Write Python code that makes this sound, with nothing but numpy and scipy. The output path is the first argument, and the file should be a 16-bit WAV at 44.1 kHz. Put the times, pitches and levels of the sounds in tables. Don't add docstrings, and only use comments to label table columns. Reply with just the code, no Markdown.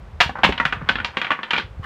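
import sys
import numpy as np
from scipy import signal
from scipy.fft import rfft, irfft
from scipy.io import wavfile
from scipy.ndimage import uniform_filter1d, minimum_filter1d

SR = 44100
rng = np.random.default_rng(int(sys.argv[2]) if len(sys.argv) > 2 else 0)


def generate_wav(signal):
    frames = np.transpose(np.atleast_2d(signal))
    scaled = np.clip(frames, -1, 1) * 32767
    pcm = np.round(scaled).astype(np.int16)
    wavfile.write(sys.argv[1], SR, pcm)


N = 81585

# (frequency [Hz], relative level [dB])
ROOM_TONE_SPECTRUM = [(150, -4.5), (430, 9.5), (1300, 4), (3000, -7.5), (9000, -26.5), (12000, -32),
                      (15000, -36)]
# (time [s], level [dB])
RUMBLE_ENVELOPE = [(0, -38), (.3, -45.5), (.65, -39.5), (1.02, -36.5), (1.2, -54.5), (1.5, -63),
                   (1.64, -40.5), (1.85, -36.5)]
# (frequency [Hz], relative level [dB])
RUMBLE_SPECTRUM = [(22, -41), (48, -0.5), (95, -7.5), (190, -17.5), (600, -73.5)]
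# (time [s], level [dB], frequency [Hz], t60 [s])
LOW_BUMPS = [(0.127, -27.5, 74, 0.35), (0.254, -23, 71.8, 0.3), (0.259, -17.5, 154, 0.042),
             (0.467, -14.5, 183, 0.091), (0.487, -11, 60.5, 0.083), (0.652, -21, 146, 0.099),
             (0.768, -23.5, 132, 0.062), (0.824, -18, 152.4, 0.054), (1.642, -23, 76.3, 0.086),
             (1.77, -21.5, 65, 0.15), (1.796, -10.5, 95.5, 0.038)]
# (frequency [Hz], relative level [dB], t60 [s])
SCRAPE_MODES = [(1095, 1, 0.026), (1930, 3.5, 0.0043), (2930, -8, 0.016)]
# (frequency [Hz], relative level [dB])
RATTLE_SPECTRUM = [(400, -11), (1100, 3.5), (2200, -3.5), (12000, -56.5)]
# (frequency [Hz], t60 [s], gain [dB])
REVERB_BANDS = [(100, 0.56, -7), (1190, 0.15, -3.5), (3020, 0.22, -6.5), (7200, 0.18, -4),
                (15000, 0.24, -3.5)]
# (frequency [Hz], relative level [dB], t60 [s])
CUBE_MODES = [(796, -1, 0.042), (939, -0.5, 0.1), (1154, 1, 0.073), (1475, 0, 0.1), (1734, 7.5, 0.027),
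              (1945, 8, 0.024), (2318, 1.5, 0.041), (2526, -4.5, 0.029), (2776, 9, 0.024), (3288, 3, 0.051),
              (7080, -9.5, 0.054)]
# (frequency [Hz], relative level [dB], t60 [s])
BENDING_MODES = [(163, -6, 0.14), (203.2, -1, 0.11), (242.5, 0, 0.074), (307.6, 0.5, 0.057),
                 (422, 0.5, 0.023), (524.5, 1.5, 0.06)]
# (frequency [Hz], relative level [dB])
CLACK_SPECTRUM = [(110, -17), (520, -9), (820, -2.5), (1500, 3), (3200, 1.5), (4500, -6), (6000, -12.5),
                  (8000, -22), (10300, -31.5), (11600, -28.5), (15000, -37.5)]
# (time [s], level [dB], cutoff [Hz], table thud [dB], ring frequency [Hz], ring [dB], edge tick [dB])
IMPACTS = [ (0.2033, -0.5, 4600, -14.5, 1210, -5.5, -8), (0.2081, -2.5, 4700, -8, 730, -1.5, -1),
           (0.2144, -5.5, 4360, -18, 1900, -9, -0.5), (0.2934, -14.5, 1800, 6, 778, 1.5, -13),
           (0.3547, -10.5, 1680, -12, 934, -6, -31), (0.3709, -12, 1620, -23, 1150, -22, -31),
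           (0.3860, -11.5, 1750, -2, 1036, -3.5, -23), (0.434, 3, 3300, -10, 793, -3, -20.5),
           (0.439, 1, 3730, -2, 1823, 1.5, -9.5), (0.4460, 1, 3840, -2, 1040, 1, -8),
           (0.4913, 1.5, 800, -2.5, 408, -6, -22), (0.5234, -10, 3740, -28, 2960, -3.5, -15),
           (0.5783, -11, 4100, -14, 2940, -3.5, -22), (0.5998, 1, 2230, -8.5, 1398, -8, -20.5),
           (0.6523, -2.5, 3180, -12.5, 1477, -0.5, -11), (0.725, -5, 2880, -7, 1504, -3.5, -17.5),
           (0.8141, -19, 1790, 5.5, 1160, -8, -45), (0.889, -6.5, 5100, -18, 3380, 2, -17.5),
           (0.8918, -2, 3600, -4, 1534, 1.5, -16), (0.9555, -9.5, 3770, 0.5, 1720, -1.5, -24.5),
           (0.986, -15.5, 3200, -2, 1420, 3.5, -38), (1.001, -14.5, 3070, -1, 1448, 3.5, -18),
           (1.0465, -8, 5100, -11, 1230, -6, -12), (1.1699, -6.5, 3610, -1, 1137, 0, -13.5),
           (1.2157, -8, 3640, -10, 2440, -5, -14), (1.2460, -11, 3630, -7, 1490, -12, -19),
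           (1.2680, -14, 3220, -13, 2340, -4, -19), (1.3053, -4.5, 3100, -3.5, 1135, 0.5, -18),
           (1.3163, -4.5, 3100, -6, 1448, -0.5, -19), (1.3893, -14.5, 2140, -0.5, 1104, 0, -28),
           (1.4317, -11, 3680, -10.5, 3370, -13, -19.5), (1.507, -7, 3950, -21, 3060, -2.5, -9.5),
           (1.5332, -5, 3560, -4, 2410, -4.5, -16), (1.542, -9.5, 3930, -7, 2360, -7, -22),
           (1.555, -14.5, 3600, -3.5, 1490, -4, -17), (1.5630, -10, 4150, -17, 2390, 1, -19),
           (1.5775, -13.5, 5540, -28, 3180, 1, -18), (1.581, -7.5, 4470, -5, 2330, -2.5, -18.5),
           (1.597, -15, 3960, -1, 1526, 1, -11), ]

RING_SAMPLES = 16384
IMPACT_DB, CUBE_MODES_DB, THUD_DB, RING_REVERB_DB = 11.5, -5, -6, -9.5
REFLECTION_S, REFLECTION_DB = .0026, 7.5


def undb(db):
    return 10 ** (np.asarray(db) / 20)


def unit(x):
    return x / np.sqrt(np.sum(x ** 2))


def decay(t, t60):
    return np.exp(-np.log(1000) * t / t60)


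def gain_curve(points, hz):
    f, db = np.array(points).T
    return undb(np.interp(np.log(hz + 1), np.log(f), db))


def minimum_phase(gain):
    cepstrum = irfft(np.log(gain + 1e-9))
    half = len(cepstrum) // 2
    return np.exp(rfft(np.r_[cepstrum[0], 2 * cepstrum[1:half], np.zeros(half)]))


def whitened(x, bins):
    spectrum = rfft(x)
    smooth_power = uniform_filter1d(abs(spectrum) ** 2, bins)
    return spectrum / minimum_phase(np.sqrt(smooth_power + 1e-12))


def coloured(x, points):
    y = irfft(rfft(x) * gain_curve(points, np.fft.rfftfreq(N, 1 / SR)), N)
    return y / np.std(y)


def add(out, start_s, x):
    i = int(start_s * SR)
    out[i:i + len(x)] += x[:max(N - i, 0)]


def modal_response(modes, t, scatter_db=1):
    draws = rng.standard_normal((len(modes), 2))
    return unit(sum(np.sign(side) * undb(db - scatter_db * miss) * decay(t, t60)
                    * np.sin(2 * np.pi * hz * t) for (hz, db, t60), (miss, side) in zip(modes, draws)))


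def catches(per_s):
    return (rng.random(N) < per_s / SR) * np.sign(rng.standard_normal(N))


def background(t):
    envelope = undb(np.interp(t, *np.array(RUMBLE_ENVELOPE).T))
    rumble = envelope * coloured(rng.standard_normal(N), RUMBLE_SPECTRUM)
    room_tone = undb(-50) * coloured(rng.standard_normal(N), ROOM_TONE_SPECTRUM)
    return rumble + room_tone


def bumps():
    out, t = np.zeros(N), np.arange(2 * RING_SAMPLES) / SR
    for start, db, hz, t60 in LOW_BUMPS:
        attack = 1 - np.exp(-4 * hz * t)
        add(out, start, undb(db) * np.sin(2 * np.pi * hz * t) * decay(t, t60) * attack)
    return out


def scrape(t, start_s=1.822, attack_s=.026, level_db=-30):
    ringing = signal.fftconvolve(catches(per_s=3100), modal_response(SCRAPE_MODES, t[:RING_SAMPLES]))[:N]
    onset = np.clip((t - start_s) / attack_s, 0, 1)
    return undb(level_db) * onset * ringing / np.std(ringing)


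def rattle(t, start_s=.36, end_s=1.61, level_db=-44.5):
    tumbling = (t >= start_s) & (t <= end_s)
    return undb(level_db) * coloured(catches(per_s=700) * tumbling, RATTLE_SPECTRUM)


def room_response(t, f, delay_s=.004, early_db=-5):
    band_hz, t60s, dbs = np.array(REVERB_BANDS).T
    noise, tail = rfft(rng.standard_normal(len(t))), 0
    for share, t60 in zip(np.eye(len(band_hz)), t60s):
        band = irfft(noise * np.interp(np.log(f + 1), np.log(band_hz), share))
        tail = tail + band * unit(decay(t, t60))
    early = undb(early_db) * unit(rng.standard_normal(len(t)) * decay(t, t60=.16))
    colour = minimum_phase(gain_curve(np.c_[band_hz, dbs], f))
    delay = np.exp(-2j * np.pi * f * int(delay_s * SR) / SR)
    return whitened(tail + early, bins=90) * colour * delay


def click_spectrum(t, grain_db=17):
    burst = undb(grain_db) * unit(rng.standard_normal(len(t)) * decay(t, t60=.046))
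    burst[0] += 1
    burst[int(REFLECTION_S * rng.uniform(.8, 1.2) * SR)] += undb(REFLECTION_DB)
    return whitened(burst, bins=180)


def cube_impacts(contact_order=6.25):
    out, t = np.zeros(N), np.arange(RING_SAMPLES) / SR
    f = np.fft.rfftfreq(RING_SAMPLES, 1 / SR)
    colour = gain_curve(CLACK_SPECTRUM, f)
    colour = minimum_phase(colour / np.sqrt(np.mean(colour ** 2)))
    ring_envelope = decay(t, t60=.034) * (1 - decay(t, 2 * REFLECTION_S))
    taper = np.cos(np.pi / 2 * t / t[-1])
    for start, db, cutoff_hz, thud_db, ring_hz, ring_db, tick_db in IMPACTS:
        wood = click_spectrum(t) * colour + undb(CUBE_MODES_DB) * rfft(modal_response(CUBE_MODES, t))
        contact = 1 / np.hypot(1, (f / cutoff_hz) ** contact_order) + undb(tick_db)
        thud = undb(THUD_DB + thud_db) * rfft(modal_response(BENDING_MODES, t))
        clack = wood * minimum_phase(contact) + thud
        ring = undb(ring_db) * rfft(unit(ring_envelope * np.sin(2 * np.pi * ring_hz * t)))
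        reverb = room_response(t, f) * (clack + undb(RING_REVERB_DB) * ring)
        add(out, start, undb(IMPACT_DB + db) * irfft(clack + ring + reverb) * taper)
    return out


def scene():
    t = np.arange(N) / SR
    return (background(t) + bumps() + scrape(t) + rattle(t) + cube_impacts())[None]


def record(dry, low_cut_hz=40, top_hz=15600, ceiling=.969):
    highpass = signal.butter(2, low_cut_hz, "highpass", fs=SR, output="sos")
    lowpass = signal.ellip(10, .2, 70, top_hz, fs=SR, output="sos")
    x = signal.sosfilt(highpass, dry)
    safe_gain = np.minimum(1, ceiling / (abs(x) + 1e-9))
    gain = uniform_filter1d(minimum_filter1d(safe_gain, size=61), size=61)
    return signal.sosfilt(lowpass, x * gain)


dry = scene()
out = record(dry)
generate_wav(out)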